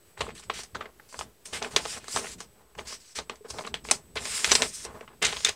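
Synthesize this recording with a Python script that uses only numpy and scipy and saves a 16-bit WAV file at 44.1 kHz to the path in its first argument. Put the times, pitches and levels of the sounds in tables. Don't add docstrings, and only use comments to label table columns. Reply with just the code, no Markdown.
import sys
import numpy as np
from scipy import signal
from scipy.fft import rfft, irfft
from scipy.io import wavfile

SR = 44100
rng = np.random.default_rng(int(sys.argv[2]) if len(sys.argv) > 2 else 0)


def field_ratio(decibels):
    return 10 ** (np.asarray(decibels, dtype=float) / 20)


def wrap_up_sound(samples):
    columns = np.atleast_2d(samples).T
    tamed = np.clip(columns, -1, 1)
    steps = np.round(tamed * 32767).astype(np.int16)
    wavfile.write(sys.argv[1], SR, steps)


N = 244755


def rms_one(x):
    return x / np.sqrt(np.mean(x ** 2) + 1e-20)


def in_time(rows):
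    s, *columns = np.transpose(rows)
    return [np.interp(np.arange(N) / SR, s, c) for c in columns]


def band(x, low_hz, high_hz, order=2):
    return signal.sosfilt(signal.butter(order, [low_hz, high_hz], "band", fs=SR, output="sos"), x)


def coloured(x, spectrum):
    hz, level_db = np.transpose(spectrum)
    grid = np.maximum(np.fft.rfftfreq(N, 1 / SR), 1)
    gain = field_ratio(np.interp(np.log(grid), np.log(hz), level_db))
    return rms_one(irfft(rfft(x) * gain, N))


def drift(rate_hz):
    r = np.exp(-2 * np.pi * rate_hz / SR)
    return rms_one(signal.lfilter([1], [1, -2 * r, r * r], rng.standard_normal(N + SR))[SR:])


def grains(per_s, spread_db, clump_db, clump_rate):
    born = rng.random(N) < per_s / SR
    sizes = field_ratio(spread_db * np.minimum(rng.exponential(1, N), 5)) * rng.choice([-1, 1], N)
    return rms_one(born * sizes * field_ratio(clump_db * drift(clump_rate)))


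# [f/Hz, relative level/dB]
ROOM_NOISE_SPECTRUM = [(18, -42), (45, 0.5), (204, -12), (273, -12.5), (415, -5.5), (512, -12), (1220, -18),
                       (6900, -23.5), (16000, -23.5)]
# [t/s, rms level/dB]
WHINE_LEVEL = [(0.0, -70), (0.5, -62), (0.9, -76), (1.2, -78), (1.6, -71), (2.4, -67.5), (2.7, -74),
               (2.9, -62), (3.4, -69), (3.8, -66), (4.9, -68.5), (5.55, -75)]


def background():
    noise = coloured(rng.standard_normal(N), ROOM_NOISE_SPECTRUM)
    noise = noise * field_ratio(-61.5 + 1.5 * drift(5))
    turn_per_hz = 2 * np.pi * np.arange(N) / SR
    hum = field_ratio(-73) * np.sin(60 * turn_per_hz)
    whine_db, = in_time(WHINE_LEVEL)
    whine = np.sqrt(2) * field_ratio(whine_db) * np.sin(8000.5 * turn_per_hz)
    return noise + hum + whine


# [t/s of the peak, level/dB, t/s to fall 20 dB (at least 0.01)]
SHEET_SWINGS = [(0.219, -44, 0.3), (0.49, -52.5, 0.6), (0.758, -47.5, 0.18), (1.198, -50, 0.15),
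                (1.549, -49.5, 0.4), (1.758, -46, 0.5), (1.969, -55, 1), (2.171, -47, 0.44),
                (2.802, -54, 0.3), (3.199, -52, 0.2), (3.532, -49, 1.5), (4.173, -47.5, 0.4),
                (4.501, -44, 0.46), (4.63, -54, -0.13), (4.889, -53, 0.7), (5.271, -46, 0.3),
                (5.501, -49.5, -3)]


def air_push():
    rise_db_per_s, still_air_db = 343.5, -76
    t, push_db = np.arange(N) / SR, np.full(N, float(still_air_db))
    for s, peak_db, fall_s in SHEET_SWINGS:
        slope = np.where(t < s, rise_db_per_s, 20 / max(fall_s, .01))
        push_db = np.maximum(push_db, peak_db - slope * np.abs(t - s))
    air = rng.standard_normal(N)
    low_air = band(air, 54, 250) + field_ratio(3.5) * band(air, 48, 78)
    lumps = field_ratio(3.8 * drift(17))
    return field_ratio(push_db) * rms_one(low_air * lumps)


# [t/s, body level/dB, middle level/dB, edge level/dB, dying time constant/ms]
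BUCKLES = [(0.171, -30.5, -62, -73, 5.7), (0.206, -16, -16, -31, 5.9), (0.287, -28.5, -46, -50, 5.7),
           (0.378, -45, -34.5, -45, 1.2), (0.395, -41.5, -38, -33, 4), (0.437, -38, -54, -33.5, 1.5),
           (0.498, -16.5, -13.5, -34.5, 1.05), (0.589, -27.5, -34, -51, 7), (0.634, -39, -29.5, -26.5, 2.2),
           (0.747, -22, -28.5, -39.5, 8.1), (0.806, -24.5, -33.5, -50.5, 7.9),
           (0.855, -29.5, -47, -63, 3.3), (0.996, -38, -67, -78, 1.7), (1.126, -35, -55, -36, 0.7),
           (1.141, -25, -37, -47, 5.1), (1.19, -23.5, -22, -23.5, 1.1), (1.21, -18, -22.5, -43, 1.3),
           (1.455, -57, -33.5, -28.5, 5.4), (1.619, -22, -42, -43, 1.3), (1.624, -27, -16.5, -26.5, 2.5),
           (1.645, -35, -21.5, -42, 2), (1.762, -10, -1.5, -11.5, 2.7), (1.852, -19, -21.5, -35, 4.4),
           (1.972, -27.5, -52, -42, 2.4), (2.042, -35, -56, -33, 1.3), (2.081, -27, -27.5, -28, 1.8),
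           (2.16, -13, -15, -21, 3.3), (2.171, -16.5, -43, -22, 0.91), (2.24, -22.5, -33.5, -42, 6.6),
           (2.267, -48, -29, -51, 2.1), (2.403, -26, -25, -27, 5.4), (2.75, -38, -51, -48, 3.7),
           (2.785, -25.5, -29.5, -52.5, 3.7), (2.925, -30.5, -35, -53, 2.5), (3.185, -21, -18.5, -26, 5.7),
           (3.296, -18, -20.5, -32.5, 1.25), (3.355, -57, -40, -42, 2.3), (3.501, -32.5, -25.5, -23.5, 5.4),
           (3.584, -23, -25.5, -39, 5.4), (3.608, -27.5, -39, -49.5, 1.3), (3.638, -31, -40, -55, 2.5),
           (3.647, -28, -37, -62, 3.1), (3.665, -39, -36, -29.5, 1.4), (3.672, -26, -30, -46, 4.1),
           (3.741, -22, -13, -27.5, 0.87), (3.85, -28.5, -38, -45, 1.3), (3.887, -23.5, -19, -34.5, 0.67),
           (3.899, -25.5, -28, -42, 1.5), (3.9115, -11, -9, -5.5, 2), (4.169, -21, -33, -38, 5),
           (4.253, -19.5, -15.5, -26, 2.6), (4.444, -17.5, -2.5, -9.5, 1.43), (4.475, -24, -26, -28, 1.3),
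           (4.492, -21.5, -10.5, -18, 15), (4.515, -8.5, -1.5, -6.5, 5.8), (4.551, -17, -3.5, -8, 4.6),
           (4.6199, -40, -1.5, -8.5, 1.3), (4.849, -29, -24, -26, 2.8), (5.008, -32, -40, -50.5, 3),
           (5.076, -36, -41, -61.5, 5.4), (5.222, -25.5, -14, -19.5, 7.1), (5.247, -27, -10, -13, 8.4),
           (5.323, -21.5, -16, -30.5, 9.3), (5.363, -24.5, -15.5, -28, 3.9), (5.402, -34, -25.5, -42, 3.3),
           (5.447, -21, -6, -4, 1.9), (5.461, -24.5, -13, -27, 11.4), (5.486, -22, -12.5, -11.5, 5.3)]


def snaps():
    panel_lift, panel_sharpness = 0.8, 4
    size = int(.07 * SR)
    t, out = np.arange(size) / SR, np.zeros(N + size)
    blunting = signal.butter(2, 7960, fs=SR, output="sos")
    for s, body_db, middle_db, edge_db, die_ms in BUCKLES:
        cracks = rng.standard_normal(size) * field_ratio(5.7 * rng.exponential(1, size))
        swell, die = (0.73 + 0.19 * die_ms) / 1000, die_ms / 1000
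        burst = cracks * np.where(t < swell, (t / swell) ** 2, np.exp(-(t - swell) / die))
        for pitch_hz in 500 * 2 ** rng.uniform(0, 4, size=3):
            peak = signal.iirpeak(pitch_hz, panel_sharpness, fs=SR)
            burst = burst + panel_lift * signal.lfilter(*peak, burst)
        crispness_db = edge_db - middle_db
        reach_hz = np.interp(crispness_db, [-24, -6], [2800, 5200])
        top_hz = np.interp(crispness_db, [-4, 6], [8500, 10500])
        blunt = signal.sosfilt(blunting, burst)
        body = band(blunt, 340, 2420, order=3)
        middle = band(blunt, 1498, reach_hz, order=3)
        edge = band(band(burst, 5670, top_hz), 5400, top_hz + 500)
        at = round(s * SR)
        for peak_db, part in ((body_db, body), (middle_db, middle), (edge_db, edge)):
            crest = np.sqrt(2.5 * np.sum(part ** 4) / np.sum(part ** 2))
            out[at:at + size] += field_ratio(peak_db) * part / crest
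    return out[:N]


# [start t/s, length t/s, rub level/dB, crinkle level/dB, flex level/dB]
GRIP_SHIFTS = [(0.179, 0.13, -61.5, -53.5, -55), (0.352, 0.037, -51, -54, -70),
               (0.426, 0.0075, -58, -52, -69), (0.54, 0.068, -40, -44, -62), (0.759, 0.11, -68, -63, -51),
               (1.09, 0.03, -53, -63, -82), (1.13, 0.093, -48, -61.5, -53),
               (1.455, 0.064, -52, -60.5, -58.5), (1.532, 0.04, -35, -37.5, -39.5),
               (1.617, 0.06, -50, -53, -41.5), (1.71, 0.04, -50, -53, -47), (2.385, 0.044, -53.5, -57, -64),
               (2.552, 0.17, -85, -80, -64.5), (2.781, 0.025, -50.5, -54, -41.5),
               (2.855, 0.05, -50, -55, -51.5), (2.873, 0.074, -39.5, -48, -56),
               (3.002, 0.12, -53.5, -64.5, -82), (3.157, 0.026, -36.5, -42, -52),
               (3.449, 0.019, -62.5, -68, -49.5), (3.487, 0.026, -49, -64, -53.5),
               (3.537, 0.091, -50.5, -64, -49), (3.646, 0.024, -55, -51, -49.5),
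               (3.846, 0.072, -46.5, -55, -57), (4.897, 0.081, -64, -75, -47.5),
               (5.003, 0.042, -67, -72, -55), (5.104, 0.029, -90, -80.5, -54)]
# [t/s, rub level/dB, crinkle level/dB, flex level/dB]
LONG_STROKES = [
    [(1.79, -57, -60, -41), (1.813, -47, -53, -49.5), (1.905, -34.5, -44, -59.5), (1.982, -42, -46, -40.5),
     (2.0, -60, -73, -63)],
    [(2.0, -61, -58, -66), (2.07, -53, -54.5, -58), (2.1, -38.5, -52.5, -71), (2.174, -35, -37.5, -41),
     (2.218, -39.5, -50, -42), (2.338, -41.5, -51.5, -64.5), (2.36, -67, -72, -58)],
    [(4.152, -73, -86, -71.5), (4.157, -38.5, -41, -34), (4.174, -52, -30.5, -43.5),
     (4.207, -44.5, -49.5, -45), (4.355, -32, -38, -56.5), (4.423, -36, -42.5, -49.5),
     (4.521, -32, -41, -47.5), (4.632, -36.5, -45, -34), (4.69, -37.5, -57, -60), (4.72, -46.5, -54, -70),
     (4.75, -39.5, -53, -88), (4.836, -39.5, -53.5, -63), (4.856, -44, -48, -41.5), (4.9, -90, -67, -46.5)],
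    [(5.217, -82, -42, -48), (5.225, -27.5, -27, -38.5), (5.243, -37, -25, -35), (5.297, -38.5, -37.5, -44),
     (5.409, -41.5, -53.5, -61), (5.443, -41, -45, -54), (5.491, -42, -32, -42), (5.548, -64, -78, -75)],
]


def hand_levels():
    t, power = np.arange(N) / SR, np.zeros((3, N))
    for s, length, *levels_db in GRIP_SHIFTS:
        rise_loss_db = 2597 * np.maximum(s - t, 0)
        fall_loss_db = 496 * np.maximum(t - s - length, 0)
        power += np.outer(field_ratio(levels_db), field_ratio(-rise_loss_db - fall_loss_db)) ** 2
    for stroke in LONG_STROKES:
        active = (t >= stroke[0][0]) & (t < stroke[-1][0])
        power += field_ratio(in_time(stroke)) ** 2 * active
    s, body_db, middle_db, edge_db, _ = np.transpose(BUCKLES)
    # (start re snap in dB, fade in dB per s)
    settling = ((edge_db, -16, 506), (middle_db, -21.5, 495.5), (body_db, -24, 292.5))
    for k, (snap_db, start_db, fade_db_per_s) in enumerate(settling):
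        kicks = np.full(N, 1e-18)
        kicks[(s * SR).astype(int)] = field_ratio(snap_db + start_db) ** 2
        power[k] += signal.lfilter([1], [1, -field_ratio(-2 * fade_db_per_s / SR)], kicks)
    return np.sqrt(power)


def pocket(x):
    delay_ms = np.maximum(0.452 + 0.14 * drift(0.94), .05)
    lag = delay_ms * SR / 1000
    return x + 0.32 * np.interp(np.arange(N) - lag, np.arange(N), x)


# [f/Hz, relative level/dB]
RUB_SPECTRUM = [(2600, -33), (4200, -4.5), (5200, 0.5), (6800, -1.5), (9500, -11.5), (11500, -24.5),
                (16000, -25.5)]
# [t/s, level/dB]
RUB_SHEEN = [(0, 16.5), (.6, -9), (1.5, -0.5), (1.9, -6), (2.2, -1), (2.9, -13), (3.9, -4.5), (4.3, -1),
             (4.85, -1.5), (5.2, 1.5), (5.55, -22)]


def hands():
    rub_gain, crinkle_gain, flex_gain = hand_levels()
    sheen_db, = in_time(RUB_SHEEN)
    rub = coloured(grains(30000, spread_db=-2.5, clump_db=2.0, clump_rate=16), RUB_SPECTRUM)
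    rub = pocket(rub)
    treble = band(rub, 7400, 9300) + field_ratio(4.5) * band(rub, 7810, 13000)
    rub = rub + field_ratio(sheen_db) * treble
    crinkle = rms_one(band(grains(6000, spread_db=1.5, clump_db=0.0, clump_rate=26), 1490, 3980))
    flex = rms_one(band(grains(3000, spread_db=2.0, clump_db=2.55, clump_rate=23), 180, 1230))
    ticks = grains(450, spread_db=2.2, clump_db=3.0, clump_rate=18)
    crinkle = crinkle + 1.34318 * band(ticks, 970, 4500, order=4)
    flex = flex + 1.40332 * band(ticks, 310, 1400, order=3)
    return rub_gain * rub + crinkle_gain * crinkle + flex_gain * flex


def thuds():
    lead_s, die_s = 0.028, 0.015
    t, out = np.arange(int(.3 * SR)) / SR, np.zeros(N + SR)
    for (s, peak_db, _), spread in zip(SHEET_SWINGS, rng.uniform(-0.37, 1, len(SHEET_SWINGS))):
        pitch_hz = 65.7 * (1 + 0.12 * spread)
        turn = 2 * np.pi * pitch_hz * t
        pair = np.sin(turn) + 0.76 * np.sin(1.4 * turn)
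        shape = t / die_s * np.exp(1 - t / die_s)
        at = round((s - lead_s) * SR)
        out[at:at + len(t)] += field_ratio(peak_db + 3) * pair * shape
    return out[:N]


# [t/s, f/Hz, level/dB, dying time constant/ms (at least 0.3)]
PANEL_RINGS = [(0.206, 1170, -26, 4.1), (0.267, 1130, -30, 1.4), (0.28, 475, -32, 2.9),
               (0.499, 1240, -20, 1.8), (0.809, 1200, -33, 4.8), (1.213, 1220, -34, 4.9),
               (2.171, 1305, -21.5, 1.9), (3.297, 1205, -27.5, 3.6), (3.408, 418, -45, 7.6),
               (3.448, 455, -39, 2.9), (3.671, 1170, -32, 3), (3.9113, 8400, -3, 0.27),
               (3.9121, 2270, -9.5, 0.34), (4.445, 3450, -14, 1.6), (4.553, 4300, -7.5, 1.4),
               (4.621, 670, -16, 1), (5.012, 510, -36.5, 3.8), (5.449, 3610, -10, 3.7)]


def rings():
    swell_ms = 0.3
    t, out = np.arange(int(.07 * SR)) / SR, np.zeros(N + SR)
    for s, pitch_hz, peak_db, die_ms in PANEL_RINGS:
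        swell = 1 - np.exp(-1000 * t / swell_ms)
        shape = swell * np.exp(-1000 * t / max(die_ms, .3))
        at = round(s * SR)
        out[at:at + len(t)] += field_ratio(peak_db) * shape / shape.max() * np.sin(2 * np.pi * pitch_hz * t)
    return out[:N]


# [f/Hz, t/s to fall 60 dB]
ROOM_DECAY = [(200, 0.16), (700, 0.044), (1800, 0.03), (5000, 0.069), (12000, 0.15)]


def room(x, first_ms, echo_db, tail_db):
    size = int(.3 * SR)
    t, tail = np.arange(size) / SR, np.zeros(size)
    for hz, t60 in ROOM_DECAY:
        tail += band(rng.standard_normal(size), hz / 5.5, hz * 1.81) * field_ratio(-60 * t / t60)
    tail *= t > first_ms / 2000
    response = field_ratio(tail_db) * tail / np.sqrt(np.sum(tail ** 2))
    response[0] = 1
    response[int(first_ms * SR / 1000)] += field_ratio(echo_db)
    return signal.fftconvolve(x, response)[:N]


# [f/Hz, width f/Hz, boost or cut level/dB]
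HOUSING_BANDS = [(292, 42, -7.5), (421.6, 55, 6), (631, 5.6, 2.5), (1088, 83, 2.5), (9450, 12700, -2.5)]


def housing(x):
    for hz, width_hz, lift_db in HOUSING_BANDS:
        resonance = signal.lfilter(*signal.iirpeak(hz, hz / width_hz, fs=SR), x)
        x = x + (field_ratio(lift_db) - 1) * resonance
    return x


def scene():
    buckling = band(snaps() + rings(), 110, 10800, order=4)
    paper = room(buckling + hands(), first_ms=4.8, echo_db=-16.5, tail_db=-15.0)
    close = housing(paper + air_push() + thuds())
    return np.tile(close + background(), (2, 1))


def low_pass(x):
    return signal.sosfilt(signal.butter(12, 17010, fs=SR, output="sos"), x)


def record(dry):
    heard = signal.sosfilt(signal.butter(3, 42, "high", fs=SR, output="sos"), dry)
    overload = 1.5
    heard = overload * np.tanh(heard / overload)
    heard = signal.sosfilt(signal.cheby2(12, 60, 16600, fs=SR, output="sos"), heard)
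    heard = heard - .0005
    return low_pass(heard)


dry = scene()
out = record(dry)
wrap_up_sound(out)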